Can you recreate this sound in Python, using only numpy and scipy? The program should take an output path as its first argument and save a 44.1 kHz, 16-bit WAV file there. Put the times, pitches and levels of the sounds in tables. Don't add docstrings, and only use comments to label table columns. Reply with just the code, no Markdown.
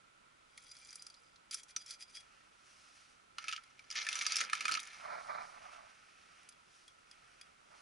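import sys
import numpy as np
from scipy import signal
from scipy.fft import rfft, irfft, next_fast_len
from scipy.io import wavfile
from scipy.ndimage import uniform_filter1d

SR = 44100
rng = np.random.default_rng(int(sys.argv[2]) if len(sys.argv) > 2 else 0)


def wav_record(signal):
    frames = np.transpose(np.atleast_2d(signal))
    bounded = np.clip(frames, -1, 1)
    quanta = np.round(bounded * 32767).astype(np.int16)
    wavfile.write(sys.argv[1], SR, quanta)


N = 344421
T = np.arange(N) / SR
SIZE = next_fast_len(N + 8192, real=True)
HZ = np.maximum(np.arange(SIZE // 2 + 1) * SR / SIZE, 1)

# time_s, level_db
POUR = [(0.45, -87), (0.61, -69), (0.8, -67), (0.91, -61), (0.99, -69.5), (1.35, -86)]
# middle_s, level_db, half_length_s
PUSHES = [(1.533, -44, 0.015), (1.586, -52.5, 0.023), (1.701, -56, 0.017), (1.815, -60, 0.023),
          (1.905, -51.5, 0.034), (1.944, -60, 0.014), (2.02, -52, 0.02), (2.102, -63, 0.024),
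          (2.163, -51.5, 0.021), (2.207, -58.5, 0.011)]
# start_s, peak_db, ring_hz, fizz_db
BLADE_HITS = [(0.5755, -38, 2080, -54.5), (0.7142, -39, 5840, -57), (0.7665, -44, 4800, -60),
              (0.9269, -40, 4750, -59), (0.955, -39.5, 4830, -47), (1.0212, -38.5, 4880, -51.5),
              (1.0656, -35, 4920, -53), (1.0999, -41, 4650, -64), (1.1414, -45.5, 4200, -69),
              (1.3585, -48.5, 4080, -76), (1.51, -31.5, 4780, -47.5), (1.5426, -25.5, 5260, -37.5),
              (1.6317, -42, 5700, -55.5), (1.7622, -20, 5800, -46), (1.861, -39.5, 5400, -57),
              (1.9068, -33, 4250, -48), (6.4306, -53, 2630, -70), (6.4883, -41, 6220, -53.5)]
# start_s, length_s, grit_db, tray_body_db
DIG_STROKES = [(3.42, 0.072, -58.5, -57.5), (3.62, 0.24, -70.5, -69.5), (3.96, 0.09, -49.5, -49.5),
               (4.1, 0.35, -45.5, -48), (4.54, 0.19, -49.5, -48.5), (4.82, 0.17, -59.5, -55.5)]
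# start_s, peak_db, ring_hz, knock_db
STONE_SNAPS = [(3.383, -26.5, 1290, -58), (3.441, -36.5, 2350, -44), (3.482, -23.5, 2610, -40),
               (3.4904, -27, 2530, -39), (3.513, -30, 3320, -65), (3.525, -24.5, 2880, -38),
               (3.531, -28, 3080, -38.5), (3.562, -28.5, 3050, -59), (3.576, -39.5, 1320, -45.5),
               (3.792, -41.5, 2240, -64), (3.9021, -29.5, 5070, -69), (3.911, -27, 4850, -48.5),
               (3.9243, -31.5, 6300, -53), (3.9542, -29, 2030, -67), (4.0664, -25.5, 1720, -81),
               (4.0876, -19.5, 2600, -57), (4.128, -23, 3470, -43), (4.154, -21, 5900, -41),
               (4.1888, -23, 5600, -82), (4.2116, -26.5, 2220, -44), (4.221, -26, 5940, -39),
               (4.2643, -15.5, 4700, -33.5), (4.3207, -18, 4600, -41), (4.357, -17, 5300, -42),
               (4.3662, -16, 5050, -55), (4.3846, -26.5, 5200, -40), (4.4038, -21.5, 6400, -33),
               (4.4114, -20.5, 2010, -37), (4.4363, -38, 4950, -37), (4.4972, -31, 2460, -42),
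               (4.5309, -19, 1290, -27.5), (4.551, -27.5, 2500, -48), (4.607, -24, 2620, -40),
               (4.6535, -21, 2490, -28.5), (4.68, -23, 2360, -30), (4.691, -30, 1350, -26),
               (4.7129, -23.5, 2920, -36), (4.7195, -20, 4600, -32), (4.7396, -20, 4450, -36),
               (4.7504, -21.5, 2580, -34.5), (4.7716, -27.5, 1290, -46), (4.7932, -29, 3800, -64)]
# start_s, peak_db
CRUMBS = [(4.7996, -40), (4.8304, -45.5), (4.853, -53), (4.872, -48)]
# middle_s, level_db, half_length_s
JUDDERS = [(3.53, -52, 0.033), (3.976, -32, 0.017), (4.015, -38.5, 0.017), (4.215, -32.5, 0.0049),
           (4.258, -39, 0.0065), (4.33, -38, 0.034), (4.397, -39, 0.018), (4.73, -38, 0.011)]
# middle_s, level_db, half_length_s
TRAY_SLIPS = [(4.425, -64, 0.035), (4.654, -62, 0.0041), (4.715, -68, 0.063)]
# start_s, level_db, lead_mode_hz
TINGS = [(3.636, -62.5, 4883), (6.523, -64, 4883), (6.879, -59, 3335), (7.112, -56.5, 4883),
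         (7.412, -53, 4883)]
# start_s, length_s, level_db
SCUFFS = [(5.06, 0.04, -54.5), (5.12, 0.049, -51), (5.3, 0.099, -51.5), (5.52, 0.3, -63.5),
          (7.73, 0.037, -69.5)]
# start_s, length_s, swish_db, rub_db
SLEEVE_MOVES = [(2.22, 0.18, -70, -69.5), (2.7, 0.33, -62.5, -69.5), (4.98, 0.49, -59.5, -69.5),
                (5.65, 0.092, -62, -59.5), (5.9, 0.56, -67, -65.5), (6.76, 0.037, -62.5, -72),
                (7.12, 0.33, -69, -68), (7.78, 0.03, -64, -68.5)]
# pitch_hz, relative_level_db, t60_s
BLADE_MODES = [(2376, -6, 0.19), (3335, 2.5, 0.18), (4883, 6.5, 0.058), (5350, -9, 0.076),
               (6000, -12, 0.014), (7320, -9, 0.019), (9100, -9, 0.027)]
# frequency_hz, relative_level_db_per_hz
SOIL_ON_STEEL = [(650, -50), (1100, -37), (1290, -4.5), (1580, -5), (2340, 2.5), (2820, -7), (3240, -0.5),
                 (3900, -2.5), (4940, 1.5), (6130, 0.5), (6640, -3), (8570, -9), (9830, 1), (11200, -12),
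                 (11500, -60), (15000, -65), (22000, -120)]
# frequency_hz, relative_level_db_per_hz
TRAY_COLOUR = [(88, -65), (150, -9), (263, -4.5), (973, -14), (1110, -15.5), (1300, -1.5), (1560, -12),
               (1710, -12.5), (2410, -3), (3470, -6), (5870, -4), (8450, -22.5), (9420, -12.5),
               (10900, -22.5), (11500, -28), (15000, -103), (22000, -120)]
# frequency_hz, relative_level_db_per_hz
SOLE_COLOUR = [(88, -61), (150, -21), (203, -26), (409, -22), (516, -15.5), (609, -3.5), (1030, -4),
               (1240, 0.5), (1850, -8.5), (2160, -6), (2410, -8), (2650, -40), (4000, -19.5), (5200, -26),
               (8800, -120)]
# frequency_hz, relative_level_db_per_hz
CLOTH_COLOUR = [(410, -39), (700, -6.5), (787, -7.5), (949, -20), (1270, 1.5), (1920, -3.5), (2630, 0),
                (3820, -7.5), (5830, -7.5), (7370, -19), (9530, -17), (11100, -23), (11500, -85),
                (15000, -68), (22000, -120)]
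# frequency_hz, relative_level_db_per_hz
AIR_COLOUR = [(12, -29), (20, -4.5), (151, -7), (250, -8), (309, -9.5), (383, -9.5), (669, -11.5),
              (1200, -7.5), (1330, 1), (1650, -9.5), (2210, -7.5), (2740, -10), (4080, -14.5),
              (10600, -21.5), (11500, -32), (15000, -66), (22000, -120)]
# frequency_hz, side_to_mid_db, side_lag_rad
WIDENING = [(60, -23, 2.1), (237, -2, 1.55), (536, 6.5, 1.73), (936, 5, 2.27), (1290, 3, 3.8),
            (1580, -12.5, 2.76), (2340, -73, 1), (4500, -31, 3), (9900, -12, 1.6)]
# frequency_hz, gain_db
DIFFUSE = [(30, -22), (150, -14.5), (500, -16.5), (1300, -9), (2500, -10), (11000, -11.5)]

AIR_DB, CUTOFF_HZ = -69.5, 11250
TRICKLE_DB, TRICKLE_S = -31, 0.029
BLADE_KNOCK_DB = -18
CRUNCH_RISE_S = 0.0006
DIG_ATTACK_S, GRIT_RELEASE_S, RATTLE_RELEASE_S = 0.069, 0.034, 0.23
FIZZ_DB, FIZZ_FOLLOWS = -19.5, 0.22
CRUMB_RING_HZ, CRUMB_KNOCK_DB, CRUMB_FIZZ_DB = 4370, -15, -2
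SHOVE_FOLLOW_DB = -23
SCUFF_ATTACK_S, SCUFF_RELEASE_S = 0.11, 0.13
SLEEVE_ATTACK_S, SLEEVE_RELEASE_S = 0.25, 0.3


def from_db(db):
    return 10 ** (np.asarray(db) / 20)


def rms_one(x):
    return x / np.sqrt(np.mean(x ** 2) + 1e-20)


def top_one(x, size):
    return x / np.sqrt(uniform_filter1d(x ** 2, size=size).max())


def gain_curve(points):
    s, db = np.transpose(points)
    level_db = np.interp(T, s, db, left=-200, right=-200)
    return uniform_filter1d(from_db(level_db), size=400)


def swells(rows):
    return sum(from_db(level_db) * np.exp(-((T - s) / half_s) ** 2) for s, level_db, half_s in rows)


def strokes(rows, attack_s, release_s, axis=2):
    power = 0
    for row in rows:
        start, length = row[:2]
        before = np.maximum(start - T, 0)
        after = np.maximum(T - start - length, 0)
        fade_db = 20 * (before / attack_s + after / release_s)
        power = power + from_db(row[axis] - np.minimum(fade_db, 100)) ** 2
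    return np.sqrt(power)


def at_hz(points, axis=1):
    points = np.array(points)
    return np.interp(np.log(HZ), np.log(points[:, 0]), points[:, axis])


def response(spectrum):
    cepstrum = irfft(np.log(from_db(at_hz(spectrum))), SIZE)
    cepstrum[1:SIZE // 2] *= 2
    cepstrum[SIZE // 2 + 1:] = 0
    return irfft(np.exp(rfft(cepstrum)), SIZE)[:4096]


def through(x, impulse):
    return signal.fftconvolve(x, impulse)[:len(x)]


def cut(x, hz, kind, order=2):
    sos = signal.butter(order, min(hz, .45 * SR), kind, fs=SR, output="sos")
    return signal.sosfilt(sos, x)


def resonance(x, hz, width_hz):
    r = np.exp(-np.pi * width_hz / SR)
    zeros = np.array([1, 0, -1]) * (1 - r * r) / 2
    poles = [1, -2 * r * np.cos(2 * np.pi * hz / SR), r * r]
    return signal.lfilter(zeros, poles, x + 1e-18)


def drift(rate):
    points = rng.standard_normal(8000)
    return np.interp(T * rate, np.arange(len(points)), points)


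def grains(per_s, spread_db, clump_db, clump_rate):
    born, luck = rng.random((2, N))
    at = np.flatnonzero(born < per_s / SR)
    own_db = spread_db * np.minimum(-np.log(luck[at]), 4)
    bunch_db = clump_db * np.clip(drift(clump_rate)[at], -2, 2)
    sign = 1 - 2 * rng.integers(0, 2, N)[at]
    clicks = np.zeros(N)
    clicks[at] = from_db(own_db + bunch_db) * sign
    return clicks


def stones(clicks, cycles):
    pitches = np.geomspace(1000, 11000, num=16)
    dealt = rng.integers(0, len(pitches), N)
    return rms_one(sum(resonance(clicks * (dealt == k), hz, hz / cycles) for k, hz in enumerate(pitches)))


def hits(rows, spectrum, rise_s, decay_s, crumble_db, crumble_s, ring_db, ring_width_hz,
         crack_db, knock_db, knock_hz, knock_width_hz, fizz_db):
    out, body, t = np.zeros(N + 4096), response(spectrum), T[:4096]
    decay = from_db(-60 * t / decay_s)
    crumble = from_db(crumble_db - 60 * t / crumble_s)
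    fade = (1 - np.exp(-t / rise_s)) * (decay + crumble)
    for s, peak_db, ring_hz, low_db, top_db in rows:
        crunch = rng.standard_normal(len(t)) * fade
        coloured = cut(through(crunch, body), 930, "high", order=4)
        snap_top_hz = np.clip(2 * ring_hz, 4200, 7200)
        snap = cut(cut(coloured, 2480, "high"), snap_top_hz, "low", order=3)
        ring = resonance(coloured, ring_hz, ring_width_hz)
        crack = top_one(snap, size=96) + from_db(ring_db) * top_one(ring, size=96)
        knock = resonance(cut(crunch, knock_hz, "high", order=5), knock_hz, knock_width_hz)
        fizz = cut(coloured, 7000, "high", order=4)
        start = round(s * SR)
        out[start:start + len(t)] += (from_db(peak_db + crack_db) * top_one(crack, size=96)
                                      + from_db(low_db + knock_db) * top_one(knock, size=400)
                                      + from_db(top_db + fizz_db) * top_one(fizz, size=400))
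    return out[:N]


def air():
    return from_db(AIR_DB) * rms_one(through(rng.standard_normal(N), response(AIR_COLOUR)))


def soil_slide():
    body = response(SOIL_ON_STEEL)
    coarse = stones(grains(per_s=3600, spread_db=4.5, clump_db=2, clump_rate=290), cycles=3.8)
    fine = grains(per_s=11000, spread_db=2.5, clump_db=4.0, clump_rate=1000)
    trickle = swells([(s, db + TRICKLE_DB, TRICKLE_S) for s, db, _ in PUSHES])
    flow = gain_curve(POUR) + trickle
    pour = flow * from_db(1.5) * rms_one(through(coarse, body))
    rasp = swells(PUSHES) * from_db(-3.0) * rms_one(through(fine, body))
    return pour + rasp


def blade_ticks():
    contacts = [(s, db, hz, db + BLADE_KNOCK_DB, fizz_db) for s, db, hz, fizz_db in BLADE_HITS]
    return hits(contacts, SOIL_ON_STEEL, rise_s=CRUNCH_RISE_S, decay_s=0.025,
                crumble_db=-24, crumble_s=0.043, ring_db=3.5, ring_width_hz=240, crack_db=-12.5,
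                knock_db=-11.0, knock_hz=1320, knock_width_hz=150, fizz_db=-0.5)


def blade_ring(contact, wander_db=8.0):
    out = 0
    for hz, db, t60 in BLADE_MODES:
        wander = from_db(wander_db * np.clip(drift(44.77), -2, 1))
        width_hz = np.log(1000) / (np.pi * t60)
        out = out + from_db(db) * resonance(contact * wander, hz, width_hz)
    return out


def trowel():
    sliding, ticks = soil_slide(), blade_ticks()
    ringing = from_db(10.5) * blade_ring(sliding) + from_db(0.5) * blade_ring(ticks)
    return sliding + ticks + ringing


def sleeve():
    clicks = grains(per_s=16000, spread_db=1.5, clump_db=1.5, clump_rate=65)
    fibres = through(clicks, response(CLOTH_COLOUR))
    swish_gain = from_db(-6) * strokes(SLEEVE_MOVES, SLEEVE_ATTACK_S, SLEEVE_RELEASE_S)
    rub_gain = from_db(-3.0) * strokes(SLEEVE_MOVES, SLEEVE_ATTACK_S, SLEEVE_RELEASE_S, axis=3)
    swish = swish_gain * rms_one(cut(fibres, 4800, "high", order=3))
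    rub = rub_gain * rms_one(cut(fibres, 2780, "low", order=4))
    return swish + rub


def tray_contacts(depth):
    depth_db = 20 * np.log10([depth[round(row[0] * SR)] for row in STONE_SNAPS])
    gritty_db = FIZZ_DB + FIZZ_FOLLOWS * (depth_db - depth_db.mean())
    snaps = [(s, db, hz, knock_db, db + extra_db)
             for (s, db, hz, knock_db), extra_db in zip(STONE_SNAPS, gritty_db)]
    crumbs = [(s, db, CRUMB_RING_HZ, db + CRUMB_KNOCK_DB, db + CRUMB_FIZZ_DB) for s, db in CRUMBS]
    return snaps + crumbs


def tray_snaps(depth):
    return hits(tray_contacts(depth), TRAY_COLOUR, rise_s=CRUNCH_RISE_S, decay_s=0.013,
                crumble_db=-17, crumble_s=0.098, ring_db=1.5, ring_width_hz=250, crack_db=-8.5,
                knock_db=-7.5, knock_hz=1290, knock_width_hz=69, fizz_db=0.5)


def tray_grit(depth, body):
    clicks = grains(per_s=4500, spread_db=4.5, clump_db=2.0, clump_rate=280)
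    grit = through(stones(clicks, cycles=13.0) + from_db(5.5) * rms_one(clicks), body)
    hiss = depth * rms_one(cut(grit, 3500, "high", order=3))
    rattle_gain = strokes(DIG_STROKES, DIG_ATTACK_S, RATTLE_RELEASE_S, axis=3)
    rattle = rattle_gain * rms_one(cut(cut(grit, 847, "high", order=4), 2940, "low", order=3))
    return hiss + rattle


def tray_judder(body):
    slips = through(grains(per_s=8500, spread_db=-0.1, clump_db=4.0, clump_rate=930), body)
    return swells(JUDDERS) * rms_one(cut(cut(slips, 1620, "high"), 6940, "low", order=10))


def tray():
    body = response(TRAY_COLOUR)
    depth = strokes(DIG_STROKES, DIG_ATTACK_S, GRIT_RELEASE_S)
    contact = tray_grit(depth, body) + tray_judder(body) + tray_snaps(depth)
    panel = (from_db(6) * resonance(contact, 1734, 101)
             + from_db(3.5) * resonance(contact, 2110, 54)
             + from_db(-4.5) * resonance(contact, 2295, 61))
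    return from_db(-4.0) * contact + panel


def shove():
    rub = grains(per_s=2700, spread_db=1.5, clump_db=2.0, clump_rate=66)
    follow = strokes(DIG_STROKES, DIG_ATTACK_S, RATTLE_RELEASE_S, axis=3)
    force = from_db(SHOVE_FOLLOW_DB) * follow + swells(TRAY_SLIPS)
    return force * rms_one(cut(cut(rub, 145, "high"), 1550, "low", order=3))


def tings():
    out, body = np.zeros(N), response(SOIL_ON_STEEL)
    t = T[:len(body)]
    modes = top_one(sum(from_db(db - 60 * t / t60) * np.sin(2 * np.pi * hz * t)
                        for hz, db, t60 in BLADE_MODES), size=96)
    for s, level_db, lead_hz in TINGS:
        scratch = through(rng.standard_normal(len(t)) * from_db(-60 * t / 0.026), body)
        lead = np.sin(2 * np.pi * lead_hz * t) * from_db(-60 * t / 0.071)
        ring = from_db(-4) * modes * from_db(-60 * t / 0.4) + from_db(-2) * lead
        onset = 1 - np.exp(-t / 0.00044)
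        ting = (ring + from_db(2.5) * top_one(scratch, size=96)) * onset
        start = round(s * SR)
        out[start:start + len(ting)] += from_db(level_db) * ting
    return out


def scuffs():
    clicks = grains(per_s=3500, spread_db=3.5, clump_db=1.8, clump_rate=77)
    rub = rms_one(through(clicks, response(SOLE_COLOUR)))
    rumble = rms_one(cut(rng.standard_normal(N), 240, "low"))
    force = strokes(SCUFFS, SCUFF_ATTACK_S, SCUFF_RELEASE_S)
    return force * from_db(3.5) * rub + np.sqrt(force) * from_db(-48.0) * rumble


def reflections(x, t60):
    t = T[:SR // 2]
    tail = rng.standard_normal(len(t)) * from_db(-60 * t / t60) * (t > .001)
    return through(x, tail / np.sqrt(np.sum(tail ** 2)))


def scene():
    direct = trowel() + sleeve() + tray() + shove() + tings() + scuffs()
    mid = direct + from_db(-13.5) * reflections(direct, t60=0.14) + air()
    around = reflections(direct, t60=0.048) + from_db(8.5) * air()
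    widening = from_db(at_hz(WIDENING)) * np.exp(-1j * at_hz(WIDENING, axis=2))
    side_spectrum = rfft(mid, SIZE) * widening + rfft(around, SIZE) * from_db(at_hz(DIFFUSE))
    side = irfft(side_spectrum, SIZE)[:N]
    return np.array([mid + side, mid - side])


def record(dry):
    return signal.sosfilt(signal.ellip(10, .3, 70, CUTOFF_HZ, fs=SR, output="sos"), dry)


dry = scene()
out = record(dry)
wav_record(out)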